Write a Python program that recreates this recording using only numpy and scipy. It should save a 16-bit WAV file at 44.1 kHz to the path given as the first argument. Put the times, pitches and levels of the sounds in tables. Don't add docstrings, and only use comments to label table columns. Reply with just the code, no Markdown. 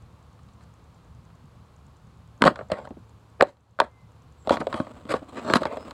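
import sys
import numpy as np
from scipy import signal
from scipy.io import wavfile

SR = 44100
rng = np.random.default_rng(int(sys.argv[2]) if len(sys.argv) > 2 else 0)


def bounce(signal):
    frames = np.transpose(np.atleast_2d(signal))
    limited = np.clip(frames, -1, 1)
    pcm = np.round(limited * 32767).astype(np.int16)
    wavfile.write(sys.argv[1], SR, pcm)


N = 261513
TIME_S = np.arange(N) / SR

# (time [s], strength [dB], weight [dB], hardness [dB/octave])
BOX_BLOWS = [(2.4522, -21.5, 2, 4), (2.4581, -14, 1, -7), (2.701, -32, -14, -1), (2.7173, -22, 5, 3),
             (2.9066, -40, 13.5, -1.5), (2.9698, -49, 15, -4), (3.4235, -9.5, -5.5, -4),
             (3.471, -51, 11.5, 4), (4.4732, -25, 3, 1.1), (4.5068, -13, 4.5, -0.5),
             (4.6691, -22.5, -10, 0.5), (5.6185, -24, 4.5, -1), (5.771, -31.5, 1, 0.9)]
# (thump [dB], knock [dB], clack [dB], crack [dB], tick [dB])
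BOX_VOICE_DB = [-9, 0.5, -10, -19, -33]
# (weight [dB], main ring [Hz])
BOX_RING_HZ = [(5, 570), (13, 305)]
def box_bumps():
    return knocks(BOX_BLOWS, BOX_VOICE_DB, BOX_RING_HZ, ring_share=.8)


# (time [s], strength [dB], weight [dB], hardness [dB/octave])
CLACK_BLOWS = [(0.391, -65, -3, 4), (0.487, -71, 12, 6), (0.609, -67, -3, 4), (1.302, -66, 1, 1),
               (2.4206, -19, 6.5, 3), (2.439, -18.5, 5, 0.5), (2.47, -29, -14, 4),
               (2.477, -13.5, -2.5, -1.5), (2.5581, -47.5, -12, 4.4), (2.5905, -35.5, -3.5, -4.5),
               (2.61, -33.5, -17, -9.5), (2.873, -42, 0.5, -3), (3.409, -12.5, -6.5, -1.8),
               (3.4232, -36, 4.5, 6.5), (3.789, -28, -8, -4.5), (3.8015, -16, -10.5, 1.6),
               (3.8159, -23, -10, -6), (4.494, -29.5, -16, 3.8), (4.5705, -30, 1, 0),
               (4.6125, -30, -10, -4.3), (4.619, -29, 2, -7), (4.7275, -35.5, -2.5, 2.6),
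               (4.742, -31.5, 8, 1), (4.801, -25.5, 10, -3.5), (4.869, -40.5, 2.5, -4),
               (5.053, -57, 25, 4.5), (5.1392, -23, 3, -2), (5.4996, -25, 7.5, -1), (5.5365, -21.5, 3, 4),
               (5.556, -22, 8, 1.4), (5.5608, -25, 8.5, -0.5), (5.567, -34, -9, 5.5),
               (5.633, -36.5, -11, 3.2), (5.654, -25.5, 2, 0), (5.909, -51, 2, 6)]
# (thump [dB], knock [dB], clack [dB], crack [dB], tick [dB])
CLACK_VOICE_DB = [-6, 0, 2, -11, -27.5]
# (weight [dB], main ring [Hz])
CLACK_RING_HZ = [(-4, 1400), (1.5, 590), (4.5, 235)]
CLACK_RING_SHARE = .78
def clacks():
    return knocks(CLACK_BLOWS, CLACK_VOICE_DB, CLACK_RING_HZ, CLACK_RING_SHARE)


def knocks(blows, voice_db, pitches, ring_share, grip_from_db=-28, grip_per_db=.05):
    out = np.zeros(N)
    for start_s, strength_db, weight_db, hardness in blows:
        grip = np.clip(grip_per_db * (strength_db - grip_from_db), 0, .5)
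        blow = part_gains(voice_db, strength_db, weight_db, hardness) @ contact(ring_share * (1 - grip))
        add(out, start_s, main_ring(blow, weight_db, pitches))
    return out


# (peak time [s], length [s], strength [dB], weight [dB], hardness [dB/octave])
PUSHES = [(0.629, 0.07, -68, -2, 6), (2.417, 0.028, -31, 10, -1.5), (2.468, 0.068, -15, 4.5, 0),
          (2.511, 0.034, -32.5, 7, -11), (2.595, .12, -41, 2, -1.5), (2.733, 0.075, -29.5, -8, -1.5),
          (2.787, .11, -35.5, -1, -1.8), (2.852, 0.035, -37.5, -6, -0.5), (3.408, 0.034, -24.5, -9, -4.5),
          (3.49, .07, -55.5, 1, 3.5), (3.841, 0.075, -37, -2.5, -0.5), (4.533, .067, -23, 1.5, 1.5),
          (4.607, .033, -32.5, 11.5, 2), (4.776, 0.15, -35, -15, 1.5), (5.117, .07, -26.5, 2.5, 2.5),
          (5.158, 0.055, -31.5, 4, 1), (5.228, 0.034, -39, 6, -9), (5.295, 0.034, -43, 4.5, 3),
          (5.382, 0.068, -33.5, 6, 1.64), (5.512, 0.17, -27.5, 5, 1), (5.558, 0.042, -24, -6, 4),
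          (5.669, 0.041, -29.5, -8, -1.5), (5.728, 0.12, -30.5, -23, -3.5)]
# (thump [dB], knock [dB], clack [dB], crack [dB], tick [dB])
SLIDE_VOICE_DB = [-7, -1.5, -3, -15.5, -25]
# (weight [dB], main ring [Hz])
SLIDE_RING_HZ = [(3.5, 570), (8, 210)]
def slides(onset_s=.012, swell_share=.48, swell_db=14, fade_db=18):
    out, t = np.zeros(N), np.arange(SR // 3) / SR
    for peak_s, length_s, strength_db, weight_db, hardness in PUSHES:
        swell_s, fade_s = swell_share * length_s, (1 - swell_share) * length_s
        rubbed = signal.fftconvolve(slips(SR)[None], contact(ring_share=.6), axes=1)
        steady = rubbed[:, SR // 2:SR // 2 + len(t)]
        gains = part_gains(SLIDE_VOICE_DB, strength_db, weight_db, hardness)
        scrape = sum(gain * unit_rms(part) for gain, part in zip(gains, steady))
        scrape = main_ring(scrape, weight_db, SLIDE_RING_HZ, mix_db=-4.5)
        push_db = np.minimum(swell_db * (t - swell_s) / swell_s, fade_db * (swell_s - t) / fade_s)
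        add(out, peak_s - swell_s, scrape * np.minimum(t / onset_s, 1) * from_db(push_db))
    return out


# (frequency [Hz], level [dB], free t60 [s])
MODES = [(124, -16.5, 0.065), (210, -4, 0.025), (261, 2.5, 0.048), (328, -6.5, 0.051), (430, -5.5, 0.045),
         (549.6, 1.5, 0.07), (625.6, 0.5, 0.065), (741, -6, 0.062), (922.3, -1.5, 0.12), (981, -3.5, 0.089),
         (1094.4, 1, 0.067), (1172, 3, 0.049), (1269, -4, .055), (1443, -6, 0.045), (1810, -8.5, 0.03),
         (2410, -1.5, 0.06), (3280, -12.5, 0.025), (3960, -2, 0.01), (4700, -9.5, 0.011),
         (7500, 0.5, 0.0072), (9130, -7.5, .006), (13300, -8, .005)]
# (low [Hz], high [Hz], crowd t60 [s], crowd [dB], click [dB])
PART_BANDS = [(65, 360, 0.071, -1.5, -10), (376.3, 850, 0.059, -6, -12), (835, 2300, .03, -1, -16),
              (2550, 4880, 0.034, 1, 1.5), (5770, 12000, 0.021, 6.5, 4)]
# (frequency [Hz], level [dB])
CONTACT_SPECTRUM = [(50, -11.5), (120, -8), (230, -2), (400, -4.5), (580, 3.5), (800, -5.5), (1200, 4),
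                    (2200, -10), (3000, -8.5), (4100, -8), (5000, -19), (5900, -28), (7700, -19.5),
                    (10000, -34), (15500, -46)]
def contact(ring_share, spread_db=2.5, tail_db=-33, tail_t60_s=.28):
    t = np.arange(SR // 4) / SR
    hz, mode_db, t60_s = np.transpose(MODES)
    strength = from_db(mode_db + spread_db * rng.standard_normal(len(hz)))
    phase_rad = rng.standard_normal((len(hz), 1))
    decay = from_db(-60 * t / (t60_s[:, None] * ring_share))
    rings = strength[:, None] * np.cos(2 * np.pi * hz[:, None] * t + phase_rad) * decay
    impulse = coloured(1. * (t == 0), CONTACT_SPECTRUM)
    grain = coloured(rng.standard_normal(len(t)), CONTACT_SPECTRUM)
    parts = []
    for low, high, crowd_t60_s, crowd_db, click_db in PART_BANDS:
        strong = unit_attack(band(rings[(hz >= low) & (hz < high)].sum(0), low, high, order=2))
        crowd = unit_attack(band(grain * from_db(-60 * t / (crowd_t60_s * ring_share)), low, high))
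        click = unit_attack(band(impulse, low, high, order=2))
        tail = unit_rms(band(grain, low, high)) * from_db(tail_db - 60 * t / (tail_t60_s * ring_share))
        parts.append(unit_attack(strong + from_db(crowd_db) * crowd + from_db(click_db) * click + tail))
    return np.array(parts)


def part_gains(voice_db, strength_db, weight_db, hardness):
    centre_hz = np.array([np.sqrt(low * high) for low, high, *_ in PART_BANDS])
    octaves = np.log2(centre_hz / centre_hz[1])
    return from_db(strength_db + np.array(voice_db) + np.where(octaves < 0, weight_db, hardness * octaves))


def main_ring(x, weight_db, pitches, mix_db=-1.5, q=3.2):
    hz = np.interp(weight_db, *np.transpose(pitches))
    resonance = signal.lfilter(*signal.iirpeak(hz, q, fs=SR), x)
    return unit_rms(x + from_db(mix_db) * resonance) * np.sqrt(np.mean(x ** 2))


def slips(size, rate_per_s=1000, hiss_gain=.18):
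    sizes_db = 4.5 * np.minimum(rng.exponential(1, size), 3)
    jolts = (rng.random(size) < rate_per_s / SR) * from_db(sizes_db)
    return jolts * rng.choice([-1, 1], size) + hiss_gain * rng.standard_normal(size)


# (time [s], level [dB])
RUB_LEVELS = [(4.45, -48.5), (4.52, -45), (4.66, -46), (4.914, -49.5), (5.356, -44.5), (5.586, -39),
              (5.772, -42.5), (5.93, -42.5)]
# (frequency [Hz], level [dB])
RUB_SPECTRUM = [(50, -27), (150, -5.5), (250, 9.5), (400, -1), (590, 3.5), (780, -3), (1150, -1),
                (1800, -16), (2900, -17), (4200, -21), (5900, -35), (7800, -22), (11000, -45.5),
                (15500, -39)]
def finger_rub(gain_db=-3, judder_db=4.5):
    level_db = np.interp(TIME_S, *np.transpose(RUB_LEVELS), left=-120) + gain_db + judder_db * drift(70)
    return from_db(level_db) * unit_rms(coloured(slips(N), RUB_SPECTRUM))


def finger_taps(rate_per_s=4.2):
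    touches = (rng.random(N) < rate_per_s / SR) * rng.uniform(.5, 1, N)
    gains = part_gains(CLACK_VOICE_DB, strength_db=-78, weight_db=0, hardness=5.6)
    return signal.fftconvolve(touches, gains @ contact(CLACK_RING_SHARE))[:N]


def porch(x, wet_db=-28, t60_s=.16, delay_s=.0072, dull_hz=3000):
    t = np.arange(SR // 2) / SR
    echoes = band(rng.standard_normal(len(t)), 120, dull_hz, order=1)
    echoes *= from_db(-60 * t / t60_s) * (t > delay_s)
    return x + from_db(wet_db) * signal.fftconvolve(x, echoes / np.sqrt(np.sum(echoes ** 2)))[:N]


# (frequency [Hz], density [dB])
AIR_SPECTRUM = [(15, -51.5), (25, -24), (64, -5.5), (114, -5.5), (166, -7.5), (185, -11), (277, -14.5),
                (301, -18), (335, -19.5), (489, -23), (796, -25), (1100, -23), (1840, -37), (4300, -40.5),
                (5600, -46.5), (7200, -46), (16000, -59.5)]
def wind(rumble_db=-52, rush_db=-58, gust_db=3, split_hz=260):
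    noise = coloured(rng.standard_normal(N), AIR_SPECTRUM)
    rumble = unit_rms(band(noise, 22, split_hz, order=2) * from_db(gust_db * drift(18)))
    rush = unit_rms(band(noise, split_hz, 18000))
    return from_db(rumble_db) * rumble + from_db(rush_db) * rush


# (frequency [Hz], level [dB])
HUM_TONES = [(75.4, -61), (110, -59.5), (457.6, -77.5), (493.4, -76.5), (1077, -82.5)]
def hum(waver_db=1.5, waver_rad=.61):
    out = np.zeros(N)
    for hz, level_db in HUM_TONES:
        amplitude = np.sqrt(2) * from_db(level_db + waver_db * drift(2.5))
        out += amplitude * np.sin(2 * np.pi * hz * TIME_S + waver_rad * drift(8.7))
    return out


# (start [s], end [s], start pitch [Hz], end pitch [Hz], level [dB])
HIGH_TONES = [(2.55, 2.674, 7800, 7500, -79), (2.74, 2.882, 7600, 7300, -74),
              (3.87, 4.087, 2110, 2030, -69.5), (4.367, 4.49, 7750, 7430, -69.5),
              (4.624, 4.812, 7960, 7440, -73), (5.765, 5.873, 5050, 5140, -62.5)]
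def bird_calls():
    return sum(glide(*row) for row in HIGH_TONES[:-1])


def thin_tone():
    return glide(*HIGH_TONES[-1])


def glide(start_s, end_s, from_hz, to_hz, level_db, buzzy_above_hz=6000):
    along = np.clip((TIME_S - start_s) / (end_s - start_s), 0, 1)
    warble = .02 if from_hz > buzzy_above_hz else .003
    hz = (from_hz + (to_hz - from_hz) * along) * (1 + warble * drift(540))
    swell = np.sqrt(2) * from_db(level_db) * np.sin(np.pi * along)
    return swell * np.sin(2 * np.pi * np.cumsum(hz) / SR)


def interference(start_s=.1252, period_s=.1024, level_db=-61, spread_db=2, t60_s=.012):
    count, age_s = np.divmod(TIME_S - start_s, period_s)
    sizes_db = spread_db * rng.standard_normal(100)[count.astype(int)]
    hiss = unit_rms(band(rng.standard_normal(N), low_hz=6100, high_hz=7900))
    return hiss * from_db(level_db + sizes_db - 60 * age_s / t60_s)


def background_gain(ease_db_per_s=.19, dip_at_s=3.49, fall_s=.07, hold_s=.081, recover_s=.46, dip_db=8):
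    since_s = TIME_S - dip_at_s
    dip = np.clip(np.minimum(since_s / fall_s, 1 - (since_s - fall_s - hold_s) / recover_s), 0, 1)
    return from_db(-ease_db_per_s * TIME_S - dip_db * dip)


def from_db(db):
    return 10 ** (np.asarray(db) / 20)


def unit_rms(x):
    return x / np.sqrt(np.mean(x ** 2) + 1e-20)


def unit_attack(x):
    return x / np.sqrt(np.mean(x[:SR // 100] ** 2) + 1e-20)


def band(x, low_hz, high_hz, order=3):
    edges_hz = [low_hz, min(high_hz, .45 * SR)]
    return signal.sosfilt(signal.butter(order, edges_hz, "band", fs=SR, output="sos"), x)


def coloured(x, spectrum, size=4096):
    hz, db = np.transpose(spectrum)
    bins_hz = np.maximum(np.abs(np.fft.fftfreq(size, 1 / SR)), 1)
    log_gain = np.log(from_db(np.interp(np.log(bins_hz), np.log(hz), db)))
    response = np.fft.ifft(np.exp(np.conj(signal.hilbert(log_gain)))).real
    return signal.fftconvolve(x, response)[:len(x)]


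def drift(rate_hz):
    knots = rng.standard_normal(4000)
    return np.interp(TIME_S * rate_hz, np.arange(len(knots)), knots)


def add(out, start_s, sound):
    at = int(start_s * SR)
    out[at:at + len(sound)] += sound[:N - at]


def scene():
    handling = box_bumps() + clacks() + slides() + finger_rub() + finger_taps()
    table = porch(band(handling, 38, 20000, order=2))
    gain = background_gain()
    return (table + gain * (wind() + hum()) + bird_calls() + thin_tone() + gain * interference())[None]


def record(dry, cutoff_hz=15900):
    rounded = dry / (1 + dry ** 6) ** (1 / 6)
    return signal.sosfilt(signal.ellip(10, .1, 80, cutoff_hz, fs=SR, output="sos"), rounded)


dry = scene()
out = record(dry)
bounce(out)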